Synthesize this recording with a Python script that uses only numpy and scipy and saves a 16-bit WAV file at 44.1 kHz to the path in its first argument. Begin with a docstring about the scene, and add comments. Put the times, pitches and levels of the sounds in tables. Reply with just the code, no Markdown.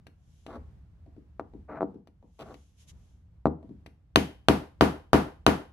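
"""Setting a grommet with a mallet

A steel grommet setter is picked up and placed on a cutting mat, with clicks, swishes, scrapes and bumps.
A wooden mallet gives it one trial tap, then five full blows that seat the grommet.
Every contact is a short push that rings the work table and a small room; hard blows add the crack
of wood on steel. A low rumble lies underneath, and the loudest peaks overload the microphone."""
import sys
import numpy as np
from scipy import signal
from scipy.fft import rfft, irfft
from scipy.io import wavfile

SR = 44100
rng = np.random.default_rng(int(sys.argv[2]) if len(sys.argv) > 2 else 0)


def store_wav(level_fs):
    """Save 16-bit WAV to argv[1]."""
    pcm = np.round(np.clip(np.atleast_2d(level_fs), -1, 1) * 32767)
    wavfile.write(sys.argv[1], SR, pcm.T.astype(np.int16))


N = 252252
RING_N = 32768  # samples allowed for a ring or echo to die away
TICK_T60_S = 0.035  # a t60 is the time a sound takes to fade by 60 dB


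def undb(db):
    """Turn decibels into a gain to multiply by."""
    return 10 ** (np.asarray(db) / 20)


def response(points, size):
    """Draw a smooth tone colour through (f/Hz, level/dB) points: one gain for each frequency."""
    hz, db = np.transpose(points)
    return undb(np.interp(np.log(np.fft.rfftfreq(size, 1 / SR) + 1), np.log(hz), db))


def noise(points, size, like_hz, most_alike=0.55):
    """Stereo noise of a given colour; left and right are more alike below like_hz."""
    mid, side = rfft(rng.standard_normal((2, size)))
    alike = most_alike / (1 + (np.fft.rfftfreq(size, 1 / SR) / like_hz) ** 2)
    pair = mid * np.sqrt(1 + alike) + np.array([[1], [-1]]) * side * np.sqrt(1 - alike)
    return irfft(pair * response(points, size) / np.sqrt(2), size)


def pulse(points, size=512):
    """The shortest pulse of a given colour, with its energy packed at the start."""
    cepstrum = irfft(np.log(response(points, size)))
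    cepstrum[1:size // 2] *= 2
    cepstrum[size // 2 + 1:] = 0
    return irfft(np.exp(rfft(cepstrum)))


def ring(modes):
    """The fading tones of a struck object; neighbours swing opposite ways, so their sum builds up late."""
    t = np.arange(RING_N) / SR
    return sum((-1) ** k * undb(db - 60 * t / t60) * np.sin(2 * np.pi * hz * t)
               for k, (hz, db, t60) in enumerate(modes))


def through(x, answer):
    """Let every sample of x set off a copy of a mono or stereo answer (convolution)."""
    return signal.fftconvolve(np.atleast_2d(x), np.atleast_2d(answer), axes=1)[:, :N]


def delay(x, ms):
    """The same sound a little later."""
    samples = np.arange(len(x))
    return np.interp(samples - ms * SR / 1000, samples, x, left=0)


def high_pass(x, hz):
    """Take the bass out of a sound."""
    return signal.sosfilt(signal.butter(2, hz, "high", fs=SR, output="sos"), x)


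def add(track, s, x):
    """Mix a short sound into a track at s seconds."""
    start = max(int(s * SR), 0)
    track[start:start + len(x)] += x[:N - start]


def push(contact_ms, size=512):
    """The force of one contact: a softer contact lasts longer and holds less treble."""
    u = np.arange(size) / SR * 1000 / contact_ms
    force = u ** 3 * np.exp(-2 * u ** 2)
    return force / force.sum()


def crunch(t60, size=1024):
    """A brief, fading burst of tiny contacts, new every time."""
    x = rng.standard_normal(size) * np.exp(-np.log(1000) * np.arange(size) / SR / t60)
    return x / np.sqrt(np.sum(x ** 2))


# tone colour of the rumble: f/Hz, relative level/dB
RUMBLE_COLOUR = [(15, -34), (25, -23), (38, -13), (50, -3), (76, 0), (123, -11), (166, -11), (215, -22),
                 (350, -30), (575, -36), (800, -37), (1600, -44), (2500, -49), (6500, -58), (16000, -68)]
def rumble(level_db=-56, waver_db=4.5):
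    """Low indoor rumble that wavers, with a trace of hiss."""
    air = noise(RUMBLE_COLOUR, N, like_hz=530, most_alike=0.97)
    waver = np.interp(np.arange(N), np.linspace(0, N, 40), rng.standard_normal(40))
    return air / air.std() * undb(level_db + waver_db * waver)


# sharp clicks: t/s, push level/dB, tick level/dB
METAL_CLICKS = [(0.068, -37.5, -35), (0.4646, -27.5, -32), (2.073, -38.5, -44), (2.542, -34, -36),
                (3.8619, -33.5, -32.5)]
def clicks(contact_ms=0.69, body_db=-6.5):
    """Small metal parts touch: a bright tick that hardly moves the table."""
    return [(s, undb(db) * push(contact_ms), undb(tick_db) * crunch(TICK_T60_S), body_db)
            for s, db, tick_db in METAL_CLICKS]


# tone colour of sliding fabric: f/Hz, relative level/dB
CLOTH_COLOUR = [(100, -40), (900, 9), (2000, 16.5), (3200, 24.5), (4500, 18), (6500, 25), (8500, 13.5),
                (11500, 18.5), (13500, -15), (16000, -26)]
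# cloth swishes, from the sleeve and, near 2.54 s, the mallet sliding over cloth: middle t/s, half length/s,
# level/dB
CLOTH_SWISHES = [(0.384, 0.11, -75), (2.543, 0.14, -72), (2.815, 0.023, -64.5), (2.896, 0.012, -56.5),
                 (3.051, 0.098, -77)]
def cloth():
    """Sleeve and cloth slide: a soft hiss that swells and fades."""
    t = np.arange(N) / SR
    hiss = noise(CLOTH_COLOUR, N, like_hz=2000)
    swells = sum(undb(db) * np.exp(-.5 * ((t - s) / half) ** 2) for s, half, db in CLOTH_SWISHES)
    return hiss / hiss.std() * swells


def stick_slip(length_s, per_second=1500, spread_db=4):
    """A sliding surface catches and lets go at random moments, in jerks of uneven size."""
    size = int(length_s * SR)
    catches = rng.random(RING_N)[:size] < per_second / SR
    jerks = rng.standard_normal(RING_N)[:size]
    x = catches * np.sign(jerks) * undb(spread_db * abs(jerks)) * signal.windows.tukey(size, .3)
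    return x / np.sqrt(np.sum(x ** 2) + 1e-12)


# tools dragged over the mat: t/s, length/s, push level/dB, grit level/dB, change from start to stop/dB
TOOL_DRAGS = [(0.47, 0.108, -20.5, -35, 8), (1.678, 0.12, -16, -45, 5), (2.385, 0.051, -24, -27.5, -4),
              (2.449, 0.086, -26, -39.5, 5)]
def scrapes(contact_ms=0.5, body_db=-7, bass_cut_hz=190):
    """A dragged tool sticks and slips, pressed steadily harder or lighter; sliding stirs little bass."""
    events = []
    for s, length, db, grit_db, swell_db in TOOL_DRAGS:
        slips = stick_slip(length)
        slips *= undb(swell_db * np.linspace(-.5, .5, len(slips)))
        thump = undb(db) * high_pass(np.convolve(slips, push(contact_ms)), bass_cut_hz)
        events.append((s, thump, undb(grit_db) * slips, body_db))
    return events


# hands meeting the table: t/s, push level/dB
HAND_BUMPS = [(1.062, -35), (1.165, -35.5), (1.536, -30), (1.943, -30.5), (2.226, -33.5), (3.628, -27.5),
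              (3.692, -31)]
def bumps(contact_ms=1.095, tick_db=-26.5, body_db=1):
    """Hands nudge the table: a long soft push, heard mostly through table and room."""
    events = []
    for s, db in HAND_BUMPS:
        touch = undb(db) * crunch(t60=0.02)  # flesh settles gradually
        events.append((s, np.convolve(touch, push(contact_ms)), undb(tick_db) * touch, body_db))
    return events


# knocks of setter and mallet, the lighter tool giving less bass; the last is the trial tap:
# t/s, push level/dB, tick level/dB, bass cut f/Hz, number of contacts, gap/ms, change per contact/dB
TOOL_KNOCKS = [(1.396, -14.5, -40, 300, 1, -12, 0), (1.8078, -12, -50, 230, 3, 10.5, 3.2),
               (3.456, 0.5, -32, 40, 2, 12.5, -5)]
def knocks(contact_ms=0.69, ms_per_db=0.007, rebound_stretch=1.24, body_db=-11):
    """A tool lands firmly and may bounce or rock at even gaps; those later contacts are duller."""
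    events = []
    for s, first_db, tick_db, bass_cut_hz, count, gap_ms, step_db in TOOL_KNOCKS:
        for k in range(count):
            db = first_db + k * step_db
            ms = contact_ms + ms_per_db * db  # a heavier knock sinks deeper into the mat
            ms *= rebound_stretch if k else 1
            thump = undb(db) * high_pass(push(ms, size=2048), bass_cut_hz)
            tick = undb(tick_db + k * step_db) * crunch(TICK_T60_S)
            events.append((s + k * gap_ms / 1000, thump, tick, body_db))
    return events


# full blows: t/s, push level/dB, grommet crunch level/dB, steel ring level/dB
MALLET_BLOWS = [(4.1589, 2, 5, 5), (4.4854, 2.5, 1, -11.5), (4.8097, 2.5, -6.5, 1), (5.132, 2.5, -7.5, -1),
                (5.465, 0.5, 0.5, 2.5)]
def mallet_blows(slack_left=0.41, crack_lead_ms=0.17):
    """The mallet drives the loose grommet home; each blow leaves only a share of its slack."""
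    force, force_room, force_table, crack, crack_room, steel = np.zeros((6, N))
    for k, (s, db, crunch_db, steel_db) in enumerate(MALLET_BLOWS):
        # more slack means a longer contact, more crack, and less passed on to table and room
        slack = slack_left ** k
        contact_ms = 0.46 + 0.17 * slack
        crack_db = -10 + 11 * slack
        room_db = -1.5 - 6.5 * slack
        blow = undb(db) * delay(push(contact_ms), crack_lead_ms)  # the table gives way after the crack
        add(force, s, blow)
        add(force_table, s, blow * undb(room_db / 2))
        add(force_room, s, blow * undb(room_db))
        add(crack, s, undb([crack_db]))
        add(crack, s, undb(crunch_db) * crunch(t60=0.0069))  # the grommet's rim curls over
        add(crack_room, s, undb([crack_db / 2 + room_db]))
        add(steel, s, undb([steel_db]))
    return force, force_room, force_table, crack, crack_room, steel


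# tones of the setter and mallet head, damped by the hands: f/Hz, level/dB, t60/s
STEEL_TONES = [(1059, -9.5, 0.029), (1530, -16.5, .014), (2220, -28.5, 0.025), (3020, -30, 0.091),
               (3040, -45, 0.42), (3187, -47, 0.4), (3800, -14, 0.0038), (4650, -18, 0.014),
               (6550, -44.5, 0.24), (11860, -39.5, .03)]
def steel_ring(hits):
    """The struck setter and mallet head ring briefly."""
    return undb(0.5) * through(hits, ring(STEEL_TONES))[0]


# tone colour of cracks, ticks and grit: f/Hz, relative level/dB
CRACK_COLOUR = [(100, -13), (700, -30), (1500, 5.5), (2500, 6), (4000, 1.5), (5200, -4.5), (7500, -14),
                (9500, -13.5), (11800, -12), (13200, -27.5), (16000, -39)]
def snap(hits):
    """Hard surfaces meet: each hit becomes a short, bright snap."""
    return through(hits, pulse(CRACK_COLOUR))[0]


# tone colour of the patch of table under the tool: f/Hz, relative level/dB
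PATCH_COLOUR = [(25, -22), (70, -6), (150, -2), (300, -2), (450, -5), (700, -2), (950, -7.5), (1300, 0),
                (2200, -2), (6000, -15.5)]
# the thump coming back from nearby surfaces: delay/ms, level/dB
NEAR_ECHOES = [(6.0, -13.5), (13.5, -16.5)]
def table_thump(force, gain_db=29.5, rebound=0.34, rebound_ms=0.59, right_db=-2):
    """The patch of table under the tool gives way and springs back; nearby surfaces return the thump."""
    dent = undb(gain_db) * through(force, pulse(PATCH_COLOUR, size=2048))[0]
    thump = rebound * delay(dent, rebound_ms) - dent
    echoes = sum(undb(db) * delay(thump, ms) for ms, db in NEAR_ECHOES)
    return (thump + echoes) * undb([[0], [right_db]])


def thud_sag(start_hz=370, fall_s=.115, db=-17.5, t60=0.39, build_s=0.025):
    """A low tone that glides down and fades, so the thud sags in pitch."""
    t = np.arange(RING_N) / SR
    phase = 2 * np.pi * np.cumsum(start_hz * np.exp(-t / fall_s)) / SR
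    rise = 1 - np.exp(-t / build_s)
    fade = np.exp(-np.log(1000) * t / t60 - (t / fall_s) ** 4)
    return undb(db) * rise * fade * np.sin(phase)


# the work table's own tones: f/Hz, level/dB
TABLE_TONES = [(50, -33.5), (75, -20.5), (122, -28.5), (153, -22), (178, -39), (196, -21.5), (227, -20.5),
               (264, -18), (291, -26), (315, -22.5), (350, -32.5), (388, -27), (420, -30), (475, -28),
               (497, -32), (596, -42), (624, -41), (664, -37), (731, -40), (803, -26), (840, -34),
               (885, -33.5), (950, -43), (1004, -30.5), (1150, -35), (1210, -38.5), (1366, -34.5)]
def table_ring(force, t60_at_300_hz=0.26, damping_slope=0.11, uneven_db=3):
    """The table rings under the thud; low tones last longest, and each is a bit louder on one side."""
    leans_db = uneven_db * rng.standard_normal(len(TABLE_TONES))
    tones = np.array([ring([(hz, db + side * lean, t60_at_300_hz * (hz / 300) ** -damping_slope)
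                            for (hz, db), lean in zip(TABLE_TONES, leans_db)])
                      for side in (.5, -.5)])
    return through(force, undb(-2) * tones + thud_sag()) * undb([[.7], [-.7]])


# tone colour of the room's echoes: f/Hz, relative level/dB
ROOM_COLOUR = [(40, -26), (150, -11), (300, 6), (550, 1), (900, 2.5), (1500, -1), (2400, -4.5),
               (4000, -6.5), (7000, -3), (12000, -0.5), (16000, 3)]
def room(t60=0.32, build_s=0.0026):
    """A small room: echoes thicken over the first moments and then die away."""
    t = np.arange(RING_N) / SR
    echoes = noise(ROOM_COLOUR, RING_N, like_hz=910)
    return echoes * (1 - np.exp(-t / build_s)) * np.exp(-np.log(1000) * t / t60)


def scene():
    """All contacts sound directly, through the table and through the room, over cloth and rumble."""
    walls = room()
    force, force_room, force_table, crack, crack_room, steel = mallet_blows()
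    # body_db sets how strongly a lighter contact stirs the table and the room
    for s, thump, tick, body_db in knocks() + clicks() + bumps() + scrapes():
        add(force, s, thump)
        add(force_table, s, thump * undb(body_db + 3))
        add(force_room, s, thump * undb(body_db - 2.5))
        add(crack, s, tick)
        add(crack_room, s, tick * undb(body_db - 6))
    bright = undb(11.5) * snap(crack) + steel_ring(steel)
    # the right microphone faces away from the tool: treble gets there later and weaker
    direct = table_thump(force) + np.array([bright, undb(-6) * delay(bright, ms=.5)])
    into_room = undb(-4.5) * force_room + undb(-14.5) * snap(crack_room)
    echoes = through(into_room, walls) * undb([[.5], [-.5]])
    return direct + table_ring(force_table) + echoes + cloth() + rumble()


def record(dry):
    """The microphone overloads softly on the hardest peaks; treble above 15800 Hz is cut."""
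    clipped = dry / (1 + dry ** 4) ** (1 / 4)
    return signal.sosfilt(signal.ellip(8, .2, 70, 15800, fs=SR, output="sos"), clipped)


dry = scene()
out = record(dry)
store_wav(out)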